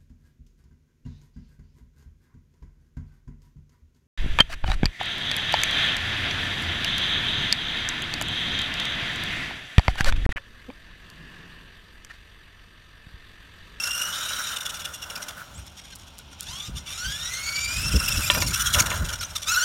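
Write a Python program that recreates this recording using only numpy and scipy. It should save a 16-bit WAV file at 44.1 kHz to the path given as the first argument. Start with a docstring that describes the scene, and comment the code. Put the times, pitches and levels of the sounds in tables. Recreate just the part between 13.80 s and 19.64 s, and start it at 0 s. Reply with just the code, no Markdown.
"""A small electric remote-control truck drives off over rough asphalt in a quiet street. Its meshing
gears whine and chatter in the plastic chassis, surging in short bursts, and its hollow tyres ring.
Near 2 s it slows and turns: the steering servo whirs and grit ticks. It speeds back while wind
buffets the microphone, hits a plywood ramp at 4.5 s, lands near 5 s, steers and pulls away."""
import sys
import numpy as np
from scipy import signal
from scipy.fft import rfft, irfft
from scipy.io import wavfile
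from scipy.ndimage import uniform_filter1d

SR = 44100
rng = np.random.default_rng(int(sys.argv[2]) if len(sys.argv) > 2 else 0)


def dump_mix(stems):
    """Bounce the given channels to the path in sys.argv[1] as a 16-bit WAV at rate SR."""
    frames = np.atleast_2d(stems).T  # one column per channel
    limited = np.clip(frames, -1, 1)  # hard clip at full scale
    pcm = np.round(limited * 32767).astype(np.int16)
    wavfile.write(sys.argv[1], SR, pcm)


N = 257544
TIME = np.arange(N) / SR

# Speed of the gears. Each row: time in seconds, tooth rate in Hz.
TOOTH_RATE = [(0, 2706), (.29, 2910), (.36, 3030), (.55, 3153), (1, 2860), (1.32, 2792), (1.5, 1747),
              (2, 545.6), (2.55, 479), (2.735, 1048), (2.85, 1229), (3.11, 1156), (3.25, 1517), (3.6, 2175),
              (3.9, 2388), (4.05, 2645), (4.35, 2645), (4.68, 2293), (4.87, 3268), (4.95, 3158),
              (5.07, 1793), (5.65, 1141), (5.72, 1375), (5.84, 1473)]
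# Path of the truck. Each row: time in seconds, distance in metres.
DISTANCE = [(0, 3.9), (.5, 3.42), (1.2, 4.54), (2.2, 6.24), (3, 7.36), (3.8, 3.58), (4.5, 2.54), (5, 2.62),
            (5.84, 2.54)]
# Shading of the gears by the body. Each row: time in seconds, treble gain in dB.
TREBLE_GAIN = [(0, -1), (1.3, 0), (2.3, -4.5), (3.3, -6), (3.78, -13.5), (4.2, -1), (4.85, 7), (5.2, -1),
               (5.84, -2.5)]
# Pulls on the throttle. Each row: start and end in seconds, level at 1 m in dB, whine over chatter in dB.
THROTTLE_PULLS = [(0, 0.303, -20.5, 0.5), (0.326, 0.741, -21.5, -17.5), (2.598, 2.668, -26.5, -3.5),
                  (2.671, 2.879, -19, 3), (2.967, 2.982, -17, -3), (3.071, 3.193, -19, -3.5),
                  (3.188, 3.328, -14.5, 5), (3.338, 3.648, -17.5, -1), (3.666, 3.862, -16, 3),
                  (3.879, 4.07, -17, -0.5), (4.092, 4.59, -22.5, -3.5), (4.732, 4.99, -30.5, -10),
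                  (5.144, 5.19, -26.5, -15), (5.676, 5.84, -14, 9)]
# Short, sharp bursts of gear whine and chatter, each with a falling chirp, in evenly spaced runs.
# Each row: first and last start in seconds, count, first and last level at 1 m in dB,
# burst length in seconds, whine over chatter in dB, speed swing as a share.
GEAR_BURSTS = [(.037, .216, 6, -14.5, -17, .008, 2.5, 0.013),
               (0.34, 0.524, 3, -23, -19, 0.011, -14, 0.0082),
               (0.671, 0.854, 5, -23.5, -16, 0.012, -16.5, 0.013),
               (0.894, 1.046, 4, -19, -20, 0.015, -16, .015),
               (1.141, 1.301, 3, -19.5, -20, 0.0095, -5, 0.035),
               (1.356, 1.485, 3, -22, -19, 0.0098, -7, .05), (1.781, 1.861, 2, -35, -33, 0.022, -8, 0.026),
               (1.97, 2.106, 3, -25.5, -30, 0.033, -1.5, 0.034),
               (2.197, 2.268, 2, -30.5, -31.5, 0.025, -5.5, 0.034),
               (2.382, 2.517, 2, -29.5, -30, 0.019, -3, 0.034),
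               (4.081, 4.319, 7, -19, -18.5, .015, 2.5, 0.045), (4.379, 4.545, 5, -22, -21, .018, -1, .04),
               (4.604, 4.665, 2, -20.5, -23, 0.034, -2.5, 0.081),
               (4.735, 4.86, 3, -18.5, -16, .014, -2.5, 0.028), (4.93, 4.987, 2, -14, -12, .023, -4.5, .12),
               (5.059, 5.104, 2, -21.5, -22, 0.012, -11.5, .03),
               (5.249, 5.328, 3, -23.5, -21.5, .017, -6.5, 0.028),
               (5.41, 5.493, 2, -23, -35, 0.029, -6.5, 0.031),
               (5.555, 5.62, 2, -16.5, -23.5, 0.014, -1.5, 0.027),
               (5.731, 5.834, 3, -21.5, -27, 0.02, 15, 0.046)]
# The tyres scrub as they brake, climb the ramp, land and spin. Each row: middle in seconds,
# ring level and tread level at 1 m in dB, length in seconds.
TYRE_SCRUBS = [(0.502, -27, -41.5, 1), (1.41, -29, -35, 0.3), (1.601, -24, -41, 0.054),
               (4.601, -44, -30, .1), (4.991, -17.5, -25, 0.062), (5.116, -26, -31, 0.18),
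               (5.286, -30.5, -37.5, 0.12), (5.787, -29, -60, 0.2)]
# Blows on the chassis. Each row: time in seconds, relative levels of ring and of crack in dB.
CHASSIS_BLOWS = [(4.5003, -10.5, -0.5), (4.5041, -30, -7), (4.549, -18, -17), (4.622, -17.5, -27),
                 (4.946, -20.5, -12), (4.987, -23, -25), (5.066, -29.5, -36.5), (5.116, -18.5, -35)]
# Modes of the chassis. Each row: frequency in Hz, relative level in dB, 60 dB decay time in seconds.
CHASSIS_MODES = [(342.2, -12, 0.066), (585, -4.5, 0.063), (996, -4, 0.15), (1166, -3, 0.054),
                 (1412, -2.5, 0.099), (1798, -0.5, 0.064), (2220, 9.5, 0.0082), (2650, -4, 0.052),
                 (2770, -5, 0.18), (3130, -22, .035), (3370, -24, 0.032), (4060, -11.5, 0.28)]
# Ticks of grit. Each row: time in seconds, relative level in dB.
GRIT_TICKS = [(1.867, -32), (2.154, -30), (2.158, -24.5), (2.162, -30), (2.187, -39), (2.3835, -29),
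              (2.389, -24), (2.6084, -14), (2.62, -38), (2.6255, -33), (2.631, -24), (2.633, -29)]
# Steering moves. Each row: middle and length in seconds, start and end pitch in Hz, level in dB.
SERVO_MOVES = [(1.772, 0.062, 6850, 8980, -46.5), (5.41, 0.028, 5000, 6500, -31),
               (5.445, .025, 5314, 6300, -32)]
# Breeze on the microphone. Each row: time in seconds, relative level in dB.
BREEZE_LEVEL = [(0, -52), (2.4, -49.5), (3.75, -43.5), (4.05, -27), (4.5, -35.5), (5.25, -30.5),
                (5.45, -43), (5.84, -47)]
# Gusts. Each row: middle in seconds, level in dB, length in seconds.
WIND_GUSTS = [(1.78, -41, 0.098), (2.72, -42.5, .05), (2.895, -29, 0.02), (2.95, -33.5, 0.083),
              (3.28, -35.5, 0.065), (4.158, -19.5, 0.043), (4.39, -26, 0.035), (4.635, -26.5, 0.19),
              (4.99, -28.5, 0.096), (5.23, -25, 0.039)]
# Spectra of the sources. Each row: frequency in Hz, relative level in dB.
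WHINE_SPECTRUM = [(400, -27), (900, -4.5), (1200, -4), (1450, 10.5), (1850, -6), (2300, -2), (2800, -5.5),
                  (3400, 12.5), (4200, 0), (4850, -1.5), (5500, 3), (6800, 1.5), (8500, -13), (11000, -10),
                  (16000, -14.5)]
CHATTER_SPECTRUM = [(500, -47), (1200, -74), (1850, -7), (2400, -1), (3450, 2), (4200, -5.5), (4850, -8),
                    (5600, 2.5), (6700, -3.5), (7700, -15), (9000, -2.5), (10500, -17.5), (12500, -11.5),
                    (16000, -40.5)]
TYRE_SPECTRUM = [(700, -34), (1100, -14.5), (1300, -3.5), (1430, 1), (1580, -4.5), (1780, -12), (2600, -26)]
TREAD_SPECTRUM = [(150, -3), (420, -8.5), (580, 3.5), (760, -3), (1020, 2.5), (1300, -9), (2500, -31)]
BUFFET_SPECTRUM = [(15, -42), (35, -4.5), (56, 0), (80, 2.5), (120, -6), (200, -14.5), (320, -34.5),
                   (600, -68), (1500, -69)]
STREET_SPECTRUM = [(18, -42), (30, -2), (81, -17), (154, 2), (460, -12.5), (837, -7.5), (1970, -18),
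                   (3230, -7.5), (4780, -19), (5730, -17), (15000, -72)]

CRUISE_HZ, TOP_HZ = 3000, 15900  # tooth rate at cruising speed; upper limit of the sound
THROTTLE_ATTACK_S, THROTTLE_RELEASE_S = .008, .014


def drivetrain(tremble_hz=33.98, tremble_share=.008, grip_db=1.84, axle_ratio=.41):
    """Changing load modulates the gears in pitch and level; pressure falls inversely with distance."""
    (hz,), (metres,), (treble_db,) = curves(TOOTH_RATE), curves(DISTANCE), curves(TREBLE_GAIN)
    octaves = np.log2(hz / CRUISE_HZ)
    drive_power, drive_whine_db = throttle(octaves)
    burst_power, burst_whine_db, swing = gear_bursts()
    power = drive_power + burst_power
    whine_db = (drive_power * drive_whine_db + burst_power * burst_whine_db) / power
    # the wheels tremble on the rough asphalt, gripping and slipping, more so around the bursts
    unrest = 1 + 4 * uniform_filter1d(burst_power / power, size=10000)
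    tremble_phase = 2 * np.pi * np.cumsum(tremble_hz * (1 + .25 * walk(20))) / SR
    hz = hz * (1 + swing + tremble_share * unrest * (np.cos(tremble_phase) + .5 * walk(120)))
    bite_db = grip_db * unrest * np.sin(tremble_phase)
    whine = amp(whine_db + bite_db)
    slack = np.clip(1 - amp(whine_db), 0, 1)
    overrun = amp(-4 + 14 * octaves) * slack  # the axle gear sings when fast and unloaded
    # the overtones fall faster when the body shades the treble
    motor = gear_whine(hz, range(1, 13), slope_db=.1 + .14 * treble_db, flutter_db=3.8, rough=.31)
    axle = gear_whine(hz * axle_ratio, [3], slope_db=0, flutter_db=3, rough=.4)
    blend = gear_chatter(hz, slack) + whine * motor + overrun * axle
    blend = blend / np.sqrt(1 + whine ** 2 + overrun ** 2)
    treble = signal.sosfilt(signal.butter(1, 7000, "high", fs=SR, output="sos"), blend)
    shaded = blend + (amp(treble_db) - 1) * treble
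    shake = amp(1.5 * walk(130) + bite_db / 2)
    return shaded * np.sqrt(power) * shake / metres


def gear_whine(hz, orders, slope_db, flutter_db, rough):
    """Periodic tooth contact makes harmonics that flutter as they sweep through chassis resonances."""
    phase_jitter = rough * (hz / 2500) * (walk(260) + .82 * walk(800))
    phase = 2 * np.pi * np.cumsum(hz) / SR + phase_jitter
    tone = 0
    for k in orders:
        resonance = response(k * hz, WHINE_SPECTRUM) * (k * hz < TOP_HZ)
        gain = resonance * amp(slope_db * np.log2(k) + flutter_db * walk(70))
        tone = tone + gain * np.sin(k * phase + 2 * np.pi * rng.random())
    return tone / np.sqrt(uniform_filter1d(tone ** 2, size=4000) + 1e-9)


def gear_chatter(hz, slack, pinion_teeth=13, spur_teeth=47, wear=1.2, backlash=.046, scatter_db=1.7):
    """Backlash: worn teeth collide in a pattern that repeats with each turn, and rasp as they slide."""
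    teeth_passed = np.cumsum(hz) / SR
    tooth = np.arange(1, int(teeth_passed[-1]) - 1)
    pinion, spur = rng.standard_normal((pinion_teeth, 2)), rng.standard_normal((spur_teeth, 2))
    chance = rng.standard_normal((N, 2))[tooth]
    lag, force = (wear * (pinion[tooth % pinion_teeth] + spur[tooth % spur_teeth]) + chance).T
    lag = lag * (1 + 1.3 * np.interp(tooth, teeth_passed, slack))  # unloaded teeth have more play
    contact_s = np.interp(tooth + backlash * lag, teeth_passed, TIME)
    clicks = strikes(contact_s, scatter_db * force) / np.sqrt(hz)
    shell_ring = convolve(clicks, fade(.012) * rng.standard_normal(SR // 2))
    rasp = .45 * colour(noise(), CHATTER_SPECTRUM)
    return panel_rattle(colour(shell_ring, CHATTER_SPECTRUM) + rasp)


def panel_rattle(x, depth_db=3.7):
    """Loose panels modulate the sound: patches of its spectrum swell and fade independently."""
    _, _, bands = signal.stft(x, nperseg=512, noverlap=384)
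    patches = uniform_filter1d(rng.standard_normal(bands.shape), size=3, axis=0)
    patches = unit(uniform_filter1d(patches, size=9, axis=1))
    _, rattled = signal.istft(bands * amp(depth_db * np.clip(patches, -2, 2)), nperseg=512, noverlap=384)
    return unit(rattled[:N])


def throttle(octaves, coast_db=-34.5, coast_whine_db=-23, sag_db_per_s=3):
    """Loaded teeth are louder and more tonal than coasting ones. Returns power and whine in dB."""
    power = amp(coast_db + 3 * octaves) ** 2
    whine = power * (coast_whine_db + octaves)
    for start, end, db, whine_db in THROTTLE_PULLS:
        sag_db = sag_db_per_s * np.clip(TIME - start, 0, end - start)
        pull = (held(start, end, THROTTLE_ATTACK_S, THROTTLE_RELEASE_S) * amp(db - sag_db)) ** 2
        power, whine = power + pull, whine + pull * whine_db
    return power, whine / power


def gear_bursts(after_db=-8, after_s=.012):
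    """Brief modulation: the gears surge and chirp down. Returns power, whine in dB and speed swing."""
    power, whine, swing = 0, 0, 0
    for first, last, count, first_db, last_db, length, whine_db, share in GEAR_BURSTS:
        for start, db in np.linspace((first, first_db), (last, last_db), round(count)):
            after_pulse = amp(after_db) * swell(start + length + after_s, after_s)
            shape = held(start, start + length, attack_s=.0027, release_s=.003) + after_pulse
            burst = (amp(db + rng.standard_normal()) * shape) ** 2
            power, whine = power + burst, whine + burst * whine_db
            offset = np.clip((TIME - start) / length - .5, -4, 4)
            swing = swing - 2 * share * offset * np.exp(.5 - 2 * offset ** 2)  # a falling chirp
    return power, whine / power, swing


def tyres(ring_db=-27, tread_db=-38.5, undriven_db=-6, free_ring_db=-23.5):
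    """Forced vibration: asphalt drums the tread and rings the hollow tyres, more at speed or in scrubs."""
    (hz,), (metres,) = curves(TOOTH_RATE), curves(DISTANCE)
    octaves = np.log2(hz / CRUISE_HZ)
    airborne = swell(4.82, .19)  # off the ramp the tread falls silent and the tyres ring freely
    pulls = [held(start, end, THROTTLE_ATTACK_S, THROTTLE_RELEASE_S) for start, end, *_ in THROTTLE_PULLS]
    undriven = 1 - np.max(pulls, axis=0)
    ring_power = amp(ring_db + 5.5 * octaves + undriven_db * undriven) ** 2
    ring_power += airborne * amp(free_ring_db) ** 2
    tread_power = (amp(tread_db + 4 * octaves) * (1 - airborne)) ** 2
    for middle, scrub_ring_db, scrub_tread_db, length in TYRE_SCRUBS:
        scrub = swell(middle, length)
        ring_power += scrub * amp(scrub_ring_db) ** 2
        tread_power += scrub * amp(scrub_tread_db) ** 2
    bumps = amp(1.85 * walk(60))
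    ringing = colour(noise() * bumps, TYRE_SPECTRUM) * np.sqrt(ring_power)
    roar = colour(noise() * bumps, TREAD_SPECTRUM) * np.sqrt(tread_power)
    return (ringing + roar) / metres


def chassis_knocks(crack_hz=3200, crack_s=.00048):
    """Impacts on the ramp and on landing radiate a hard crack and excite the chassis's damped modes."""
    times, ring_db, crack_db = np.transpose(CHASSIS_BLOWS)
    body = sum((-1) ** k * amp(db) * ring(hz, t60) for k, (hz, db, t60) in enumerate(CHASSIS_MODES))
    t = TIME[:SR // 100]
    crack = np.exp(-(t / crack_s - 1.5) ** 2) * np.sin(2 * np.pi * crack_hz * t)
    return amp(-8) * convolve(strikes(times, ring_db), body) + convolve(strikes(times, crack_db), crack)


def grit():
    """Small struck stones tick: their modes are high and heavily damped."""
    stone = ring(8600, .00053) - .5 * ring(4580, .0011) + .33 * ring(10600, .0011)
    return amp(5.5) * convolve(strikes(*np.transpose(GRIT_TICKS)), stone)


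def servo():
    """Pitch follows rotation rate: the tiny steering motor whirs upwards at each move."""
    flutter, wobble = amp(2 * walk(150)), 1 + .017 * walk(920)
    whir = 0
    for middle, length, start_hz, end_hz, db in SERVO_MOVES:
        hz = np.interp(TIME, [middle - length / 2, middle + length / 2], [start_hz, end_hz])
        whir = whir + amp(db) * swell(middle, length) * np.sin(2 * np.pi * np.cumsum(hz * wobble) / SR)
    return whir * flutter


def wind():
    """Turbulent pressure rumbles on the microphone; the strongest gusts also flutter higher up."""
    (breeze_db,) = curves(BREEZE_LEVEL)
    gust_power = sum(amp(db) ** 2 * swell(middle, length) for middle, db, length in WIND_GUSTS)
    strength = np.sqrt(amp(breeze_db - 1.56) ** 2 + gust_power)
    flutter = colour(noise(), [(60, -17), (150, -6.5), (300, -10.5), (480, -21), (1000, -44.5)])
    return strength * (colour(noise(), BUFFET_SPECTRUM) + 4.6 * strength * flutter)


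def street_echo(x, level_db=-20, t60=.3, delay_s=.012):
    """Reflections from the house fronts return as a faint, diffuse tail."""
    tail = rng.standard_normal(SR // 2) * fade(t60) * (TIME[:SR // 2] > delay_s)
    return amp(level_db) * convolve(x, tail / np.linalg.norm(tail))


def street_hush(level_db=-52.5):
    """The ambient noise of the street is broadband and drifts slowly in level."""
    return colour(noise(), STREET_SPECTRUM) * amp(level_db + walk(2.35))


def amp(db):
    """Decibels to amplitude ratio."""
    return 10 ** (np.asarray(db) / 20)


def unit(x):
    """Scale to rms 1."""
    return x / np.sqrt(np.mean(x ** 2))


def curves(rows):
    """Each column of a table, interpolated linearly in time."""
    times, *columns = np.transpose(rows)
    return [np.interp(TIME, times, column) for column in columns]


def response(hz, spectrum):
    """Gain of a spectrum at the given frequencies."""
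    points_hz, db = np.transpose(spectrum)
    return amp(np.interp(np.log(hz + 1), np.log(points_hz), db))


def colour(x, spectrum):
    """Filter by a spectrum and scale to rms 1."""
    return unit(irfft(rfft(x) * response(np.arange(N // 2 + 1) * SR / N, spectrum), N))


def noise():
    """White noise."""
    return rng.standard_normal(N)


def walk(rate_hz):
    """Smooth random wander of rms 1."""
    step = max(2, int(SR / rate_hz))
    return unit(uniform_filter1d(np.repeat(rng.standard_normal(N // step + 1), step), step)[:N])


def swell(middle, length):
    """A steep-sided bump of height 1."""
    return np.exp(-np.square(np.minimum((2 * (TIME - middle) / length) ** 2, 10)))


def held(start, end, attack_s, release_s):
    """A plateau of height 1 with exponential edges."""
    before, after = np.maximum(start - TIME, 0), np.maximum(TIME - end, 0)
    return np.exp(-np.minimum(before / attack_s + after / release_s, 20))


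def fade(t60):
    """Half a second of exponential decay, falling 60 dB in t60 seconds."""
    return np.exp(-np.log(1000) * TIME[:SR // 2] / t60)


def ring(hz, t60):
    """A struck mode is a damped sinusoid."""
    return fade(t60) * np.sin(2 * np.pi * hz * TIME[:SR // 2])


def strikes(times, db):
    """Single impulses at the given times."""
    return np.bincount((np.asarray(times) * SR).astype(int), amp(db), N)[:N]


def convolve(x, impulse_response):
    """Pass a sound through a linear system."""
    return signal.fftconvolve(x, impulse_response)[:N]


def scene():
    """Superposition: the truck, its echo, the street's hush and the wind add in one channel."""
    truck = drivetrain() + tyres() + servo() + chassis_knocks() + grit()
    return (truck + street_echo(truck) + street_hush() + wind())[None]


def record(dry):
    """Peaks clip at full scale, and a steep low-pass filter limits the bandwidth."""
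    low_pass = signal.ellip(10, .2, 80, TOP_HZ, fs=SR, output="sos")
    return signal.sosfilt(low_pass, np.clip(dry, -1, 1))


dry = scene()
out = record(dry)
dump_mix(out)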